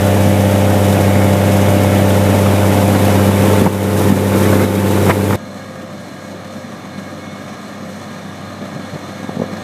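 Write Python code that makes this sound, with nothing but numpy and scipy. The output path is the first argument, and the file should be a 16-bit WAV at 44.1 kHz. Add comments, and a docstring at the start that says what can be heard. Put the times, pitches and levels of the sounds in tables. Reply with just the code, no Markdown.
"""A root-crop harvester's six-cylinder diesel drones, heard from the deck, turning from trailer to elevator.
Fan, belts and sieves roar, a gear whines, chains and falling roots clatter.
Wind buffets hit the microphone and the gain control ducks.
After a cut the same machine creeps closer across the open field, panels ringing and a dry bearing
squealing faintly, in a breeze that ends in a few thumps."""
import sys
import numpy as np
from scipy import signal
from scipy.fft import rfft, irfft, next_fast_len
from scipy.io import wavfile

SR = 44100
rng = np.random.default_rng(int(sys.argv[2]) if len(sys.argv) > 2 else 0)


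def unload_wav(signal):
    """Save mono or channel-first audio to the path in sys.argv[1] as 16-bit WAV at rate SR, clipped to [-1, 1]."""
    wavfile.write(
        sys.argv[1],
        SR,
        np.round(np.clip(np.atleast_2d(signal).T, -1, 1) * 32767).astype(np.int16),
    )


N = 424683
T = np.arange(N) / SR
CUT_S = 5.359  # deck to field


def undb(db):
    """Decibels to gain."""
    return np.exp(np.asarray(db) * (np.log(10) / 20))


def curves(table):
    """Table columns interpolated over time."""
    time_s, *columns = np.transpose(table)
    return [np.interp(T, time_s, column) for column in columns]


def swells(table, rise_s=0.25, fall_s=0.41):
    """Boost in dB from swells that rise, hold and fall."""
    return sum(boost_db * np.interp(T - start_s, np.cumsum([0, rise_s, hold_s, fall_s]), [0, 1, 1, 0])
               for start_s, hold_s, boost_db in table)


def walk(rate_hz):
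    """Smooth random wander, unit spread."""
    knots = rng.standard_normal(int(N / SR * rate_hz) + 4)
    fine = signal.resample_poly(knots, 8, 1)
    return np.interp(T, np.arange(len(fine)) / (rate_hz * 8), fine)


def colour(x, spectrum):
    """Shape a white signal to (freq_hz, density_db) points."""
    freq_hz, density_db = np.transpose(spectrum)
    size = next_fast_len(N)
    bins_hz = np.maximum(np.fft.rfftfreq(size, 1 / SR), 1)
    gain = undb(np.interp(np.log(bins_hz), np.log(freq_hz), density_db))
    return irfft(rfft(x / x.std(), size) * gain, size)[:N] * np.sqrt(SR / 2)


def butter(x, hz, kind, order=2):
    """Causal Butterworth filter."""
    return signal.sosfilt(signal.butter(order, hz, kind, fs=SR, output="sos"), x)


def zero_phase(x, hz, kind, order, padtype="odd"):
    """Forward-backward Butterworth filter."""
    return signal.sosfiltfilt(signal.butter(order, hz, kind, fs=SR, output="sos"), x, padtype=padtype)


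def engine_cycle(in_field, deck_hz, field_hz, hunt_hz, drift_hz):
    """Phase of the six-firing cycle; the governor hunts around the set firing rate."""
    peak_s, period_s = 0.52, 1.0
    hunt = hunt_hz * np.cos(2 * np.pi * (T - peak_s) / period_s)
    firing_hz = np.where(in_field, field_hz + hunt / 2, deck_hz + hunt) + drift_hz * walk(2)
    return 2 * np.pi * np.cumsum(firing_hz) / 6 / SR


# engine, pump and gear tones, with the tractor's engine at orders 13 and 14: cycle_order, trailer_db,
# elevator_db, field_db
ENGINE_ORDERS = [(6, -12.4, -15.6, -42.8), (7, -37, -41, -62), (8, -30, -34, -59), (9, -39, -44, -51),
                 (10, -30, -34, -44), (12, -16.1, -16.7, -40.5), (13, -40, -36, -45), (14, -40, -35, -45),
                 (16, -32, -30, -49), (18, -24.5, -28, -50), (20, -28, -27, -57), (22, -38, -28, -64),
                 (24, -33, -29, -59), (25, -32.5, -31.5, -65), (26, -27.5, -23, -56), (28, -35, -35, -60),
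                 (29, -34, -34, -62), (31, -29, -31, -49), (32, -21.5, -23, -42.5), (34, -35, -37, -57),
                 (36, -21.9, -31.5, -44.2), (38, -30.5, -42, -54), (41, -37, -42, -57),
                 (44, -28.5, -36.5, -58), (47, -36, -43, -60), (50, -33.5, -43, -63), (54, -33, -30, -58),
                 (75, -52, -51, -50), (90, -48, -49, -63), (100, -59, -54, -49), (134, -39.3, -45, -52),
                 (162, -49, -50, -68), (180, -43, -46, -63)]
# gear whine swells: start_s, hold_s, boost_db
GEAR_SWELLS = [(.8, 0.84, 6.5), (2.3, 3, 4.5), (6.85, 0.35, 7), (8.6, 0.65, 3.5)]
def engine_tones(cycle, turn, in_field, trailer_trim_db, elevator_trim_db, field_trim_db):
    """Low firing harmonics align in an exhaust pulse; uneven cylinders, pumps and gears add the rest, while
    orders 13 and 14 hum from the tractor's own engine."""
    whine_order, whine_rest_db = 134, -3
    exhaust_db, field_lag_db_per_s = 0.02, 1
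    waver = np.where(in_field, 0.44, 0.074 * (1 + turn))
    out = 0
    for order, trailer_db, elevator_db, field_db in ENGINE_ORDERS:
        is_exhaust = order % 6 == 0 and order < 30
        phase = order * cycle + (0 if is_exhaust else rng.uniform(0, 2 * np.pi))
        deck_db = (1 - turn) * (trailer_db + trailer_trim_db) + turn * (elevator_db + elevator_trim_db)
        deck_db += exhaust_db if is_exhaust else -exhaust_db / 2
        lag_db = 0 if is_exhaust else field_lag_db_per_s * (T - CUT_S)
        level_db = np.where(in_field, field_db + field_trim_db - lag_db, deck_db)
        if order == whine_order:
            level_db += whine_rest_db + swells(GEAR_SWELLS)
        # moving air: higher tones waver more and faster
        spread = np.minimum(waver * np.sqrt(order / 32), 0.5)
        waver_hz = 4 + order / 10
        tone = (1 + spread * walk(waver_hz)) * np.cos(phase + spread * walk(waver_hz))
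        out += undb(level_db) * tone / np.sqrt((1 + spread ** 2) / 2)
    return out


def clatter(rate_hz, scatter_db, ring_s):
    """Random impacts, each a decaying noise burst of its own size."""
    hits = (rng.random(N) < rate_hz / SR) * undb(scatter_db * np.minimum(rng.exponential(size=N), 4))
    energy = signal.lfilter([1], [1, -np.exp(-2 / (ring_s * SR))], hits ** 2)
    return np.sqrt(energy / energy.mean()) * rng.standard_normal(N)


def rod_clinks(rate_hz, scatter_db, ring_s, low_hz, high_hz):
    """Steel conveyor rods and links, each ringing briefly at its own pitch."""
    t = np.arange(3072) / SR
    decay = np.exp(-t / ring_s)
    out = np.zeros(N + len(t))
    for time_draw, pitch_draw, size_draw in rng.random((int(rate_hz * N / SR), 3)):
        pitch_hz = low_hz * (high_hz / low_hz) ** pitch_draw
        strength = undb(scatter_db * min(-np.log(1 - size_draw), 4))
        start = int(time_draw * N)
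        out[start:start + len(t)] += strength * decay * np.sin(2 * np.pi * pitch_hz * t)
    return out[:N] / out.std()


def valve_train(cycle):
    """Injector and valve ticks repeat every engine cycle: a fine comb of weak tones."""
    size = int(SR / 16.3)  # about one cycle
    ticks = rng.standard_normal(size)
    pattern = np.interp(cycle / (2 * np.pi) * size, np.arange(size), ticks, period=size)
    return butter(pattern, [750, 3200], "band", order=3)


# fan, belt and sieve roar, trailer side: freq_hz, density_db
TRAILER_SPECTRUM = [(25, -37), (60, -57), (100, -46), (150, -44.5), (230, -42.5), (350, -46.5),
                    (520, -49.5), (680, -47.5), (900, -53.5), (1300, -56), (2300, -59.5), (2800, -63.5),
                    (3700, -63.5), (4200, -69), (5500, -67.5), (13000, -68.5)]
# same roar, elevator side: freq_hz, density_db
ELEVATOR_SPECTRUM = [(25, -43), (60, -56), (100, -45), (150, -40), (230, -39.5), (400, -40.5), (650, -51),
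                     (1100, -51.5), (1600, -56.5), (2300, -58.5), (2900, -65), (3700, -62), (4300, -67),
                     (13000, -65.5)]
def deck_roar(cycle, turn, firing_depth, rattle_db, knock_db, clink_db, valve_db):
    """Close machine noise pulsing with the firings: roots knock, links clink, chains rattle."""
    pulsing = 1 + firing_depth * np.cos(6 * cycle)
    rush = rng.standard_normal(N) * pulsing * undb(0.14 * walk(8.5) - 3.0)
    knocks = butter(clatter(rate_hz=90, scatter_db=2.0, ring_s=0.0032), 1020, "low", order=4)
    clinks = rod_clinks(rate_hz=260, scatter_db=1.5, ring_s=0.015, low_hz=1313, high_hz=4305)
    rattle = butter(clatter(rate_hz=480, scatter_db=6.0, ring_s=0.024), 3600, "high")
    impacts = (undb(knock_db) * knocks + undb(clink_db) * clinks) * pulsing ** 2
    drive = rush + undb(rattle_db) * rattle + impacts + undb(valve_db) * valve_train(cycle)
    return (1 - turn) * colour(drive, TRAILER_SPECTRUM) + turn * colour(drive, ELEVATOR_SPECTRUM)


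# tumbling roots: freq_hz, density_db
ROOT_SPECTRUM = [(450, -74), (700, -63.5), (1000, -63.5), (1400, -81), (2700, -76), (5000, -86)]
# swell of the tumbling: start_s, hold_s, boost_db
ROOT_SWELLS = [(2.2, 0.95, 9.5)]
def tumbling_roots(gain_db):
    """Hollow clatter of roots over the conveyor head, swelling as it faces the microphone."""
    tumble = colour(clatter(rate_hz=300, scatter_db=2.5, ring_s=0.0072), ROOT_SPECTRUM)
    return undb(gain_db + swells(ROOT_SWELLS)) * tumble


# wind buffets: centre_s, half_length_s, level_db, harshness (0 dull thump, 1 bright rush)
WIND_BUFFETS = [(2.346, 0.0034, -7.5, 0.45), (2.466, 0.0018, -14, 0.72), (3.621, 0.0031, -2, 0.22),
                (3.671, 0.0079, -4, 0.56), (4.105, 0.0035, -3, .25), (4.125, 0.0043, -2.5, 0.05),
                (4.531, .004, -9.5, 0.74), (4.638, 0.022, -11, 0.4), (5.099, 0.0068, -4.5, 0.55),
                (5.108, 0.0085, -5.5, 0.99), (5.309, 0.0017, -7.5, 0.7), (5.332, 0.004, -10.5, 0.9),
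                (6.985, .007, -25, 0), (7.152, .006, -30, 0.089), (8.625, 0.012, -26.5, 0.25),
                (8.765, 0.0033, -17, 0.22), (8.797, 0.0035, -22, 0.19), (8.941, 0.0045, -18.5, 0.096),
                (8.961, 0.0028, -18.5, 0.35), (9.246, 0.003, -22, .1), (9.294, 0.0016, -13, 0.37),
                (9.355, 0.0036, -25, .15), (9.372, 0.0027, -14.5, 0.17), (9.4, 0.0043, -11.5, .25),
                (9.421, 0.0025, -8.5, 0.44), (9.439, 0.0032, -17, 0.37), (9.534, 0.0026, -16.5, 0.24),
                (9.583, .0012, -24, .5)]
# slow pressure pushes of the strongest gusts: centre_s, peak_db
WIND_PUSHES = [(3.672, -1), (4.125, -19), (4.652, 0), (5.122, 0.7)]
def wind_buffets(thump_hz, rush_low_hz, dull_edge_hz, harsh_octaves, snap_s, push_s):
    """Eddies hit the microphone: pressure swing, short rush, suction snap; the strongest also push."""
    out = np.zeros(N)
    for centre_s, half_length_s, level_db, harshness in WIND_BUFFETS:
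        near = np.abs(T - centre_s) < 0.08
        t = T[near] - centre_s
        envelope = np.exp(-0.5 * (t / half_length_s) ** 2)
        swing = np.sqrt(2) * envelope * np.sin(2 * np.pi * thump_hz * rng.uniform(0.76, 1.303) * t)
        edge_hz = dull_edge_hz * 2 ** (harsh_octaves * harshness)
        rush = butter(rng.standard_normal(len(t)), edge_hz, "low", order=4)
        rush = butter(rush, rush_low_hz, "high") * envelope
        rush *= np.sqrt(np.sum(envelope ** 2) / np.sum(rush ** 2))
        snap = 2.1 * harshness * np.exp(-np.abs(t + 0.25 / thump_hz) / snap_s)
        out[near] += undb(level_db) * (np.sqrt(1 - harshness) * swing + np.sqrt(harshness) * rush - snap)
    pushes = sum(undb(peak_db) * np.exp(-0.5 * ((T - centre_s) / push_s) ** 2)
                 for centre_s, peak_db in WIND_PUSHES)
    return zero_phase(out, 105, "high", order=4) + pushes


# sieve and panel resonances: pitch_hz, width_hz, level_db
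PANEL_MODES = [(1167, 70, -48.5), (1665, 45, -55), (1824, 90, -53.5), (3410, 45, -57), (3610, 110, -54.5),
               (4130, 110, -54.5), (4255, 80, -54.5), (5240, 160, -62), (5880, 260, -57),
               (6500, 220, -59.5)]
def panel_ring(gain_db, shake_db):
    """Shaken sheet metal: narrow resonances that flare and fade independently."""
    shaking = rng.standard_normal(N)
    out = 0
    for pitch_hz, width_hz, level_db in PANEL_MODES:
        ring = butter(shaking, [pitch_hz - width_hz / 2, pitch_hz + width_hz / 2], "band")
        out += undb(gain_db + level_db + shake_db * walk(12)) * ring / ring.std()
    return out


# machine roar across the field: freq_hz, density_db
FIELD_SPECTRUM = [(60, -88), (120, -61), (230, -57), (400, -69), (720, -63.5), (910, -70.5), (1020, -68),
                  (1200, -70), (1400, -71.5), (1750, -73.5), (2200, -75), (2600, -82), (3550, -80),
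                  (4250, -78), (4550, -86), (5900, -83.5), (6600, -82), (7300, -87.5), (8000, -84),
                  (8800, -88), (9600, -93.5), (10400, -92), (11700, -92.5), (14000, -95)]
def field_roar(cycle, echo_gain, rattle_db, valve_db, body_waver_db, hiss_waver_db, hiss_lag_db_per_s):
    """Distant machine noise, combed by one short, dull echo; moving air wavers body and hiss apart."""
    drive = rng.standard_normal(N) + undb(rattle_db) * clatter(rate_hz=120, scatter_db=2.5, ring_s=0.0095)
    drive += undb(valve_db) * valve_train(cycle)
    comb_hz = 585
    echo = zero_phase(np.roll(drive, int(SR / comb_hz)), 6800, "low", order=3)
    roar = colour(drive + echo_gain * echo, FIELD_SPECTRUM)
    body = zero_phase(roar, 4470, "low", order=4)
    hiss = roar - body
    body_db = body_waver_db * walk(5)
    hiss_db = hiss_waver_db * walk(9) - hiss_lag_db_per_s * (T - CUT_S)
    return body * undb(body_db) + hiss * undb(hiss_db)


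# bearing squeal: time_s, pitch_hz, boost_db
BEARING_TRACK = [(5.4, 9950, 4), (5.9, 9975, 5), (6.12, 9960, 9), (6.28, 9920, 4), (6.6, 9945, 8),
                 (7.1, 9970, 7), (7.33, 9940, 3), (7.55, 10000, 11), (7.74, 9900, 4), (8.0, 9910, 11),
                 (8.15, 9915, 7), (8.32, 9925, 12), (8.52, 9975, 1), (8.8, 9975, 8), (9.6, 9948, 8)]
def bearing_squeal(rest_db, fringe_hz, sway_hz, core_gain, flicker_db):
    """Dry bearing: a thin high core that slides and flickers, with an unsteady fringe."""
    pitch_hz, boost_db = curves(BEARING_TRACK)
    phase = 2 * np.pi * np.cumsum(pitch_hz + sway_hz * walk(14)) / SR
    tone = (core_gain + walk(fringe_hz)) * np.cos(phase) + walk(fringe_hz) * np.sin(phase)
    return undb(rest_db + boost_db + flicker_db * walk(16)) * tone / np.hypot(1, core_gain)


# breeze rustle: freq_hz, density_db
RUSTLE_SPECTRUM = [(30, -77), (70, -74), (120, -73), (210, -56.5), (300, -59.5), (500, -73.5), (2000, -100)]
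# breeze swells: start_s, hold_s, boost_db
RUSTLE_SWELLS = [(6.45, .3, 1.5), (9.15, .25, 5.5)]
def breeze(rest_db, flutter_db):
    """Light field wind: a low rustle of small, uneven eddies."""
    eddies = clatter(rate_hz=110, scatter_db=1.2, ring_s=0.016)
    return undb(rest_db + swells(RUSTLE_SWELLS) + flutter_db * walk(15)) * colour(eddies, RUSTLE_SPECTRUM)


# listener's turn on deck: time_s, turn (0 trailer, 1 elevator), level_db
DECK_TURN = [(0, 0, -2.5), (2.1, 0.09, -2), (2.7, 0.23, -2.5), (3.4, 0.7, -1.5), (4.4, 0.91, 1.2),
             (5.35, 0.93, -0.4)]
def scene():
    """Deck, then field; one engine drives both."""
    in_field = T >= CUT_S
    turn, deck_db = curves(DECK_TURN)
    cycle = engine_cycle(in_field, deck_hz=97.88, field_hz=98.32, hunt_hz=0.17, drift_hz=0.07)
    engine = engine_tones(cycle, turn, in_field, trailer_trim_db=1.56, elevator_trim_db=3,
                          field_trim_db=1.5)
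    roots = tumbling_roots(gain_db=0.5)
    near_roar = deck_roar(cycle, turn, firing_depth=0.071, rattle_db=-7, knock_db=-4, clink_db=-14.5,
                          valve_db=-7.5)
    deck = undb(deck_db) * (engine + roots + near_roar)
    panels = panel_ring(gain_db=-3, shake_db=2.5)
    far_roar = field_roar(cycle, echo_gain=0.23, rattle_db=-5.5, valve_db=-6, body_waver_db=0.2,
                          hiss_waver_db=1.2, hiss_lag_db_per_s=0.8)
    approach_db = -0.83 + 1.04 * (T - CUT_S)
    field = undb(approach_db) * (engine + panels + far_roar)
    field += bearing_squeal(rest_db=-71, fringe_hz=60, sway_hz=14.4, core_gain=2.2, flicker_db=2.5)
    field += breeze(rest_db=-1.5, flutter_db=1)
    wind = wind_buffets(thump_hz=198, rush_low_hz=231, dull_edge_hz=332, harsh_octaves=2.67,
                        snap_s=0.00062, push_s=0.01)
    return (np.where(in_field, field, deck) + wind)[None]


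def gain_control(x, threshold_db, release_db_per_s):
    """Ducks at once when short-term level passes the threshold, then recovers steadily."""
    power = signal.lfilter([1 / 600], [1, 1 / 600 - 1], x ** 2)
    over_db = np.maximum(10 * np.log10(power + 1e-12) - threshold_db, 0)
    climb_db = release_db_per_s * np.arange(len(x)) / SR
    return x * undb(climb_db - np.maximum.accumulate(over_db + climb_db))


def record(dry):
    """Gain control per scene, then wind filter, soft clip and treble cut-off."""
    parts = np.split(dry[0], [int(CUT_S * SR)])
    x = np.concatenate([gain_control(part, threshold_db=-8, release_db_per_s=13.5) for part in parts])
    x = zero_phase(x, 54, "high", order=2, padtype="even")
    x = x / (1 + x ** 8) ** (1 / 8)
    x = butter(x, 14100, "low", order=8)
    return signal.sosfilt(signal.ellip(10, 0.2, 80, 15400, fs=SR, output="sos"), x)[None]


dry = scene()
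out = record(dry)
unload_wav(out)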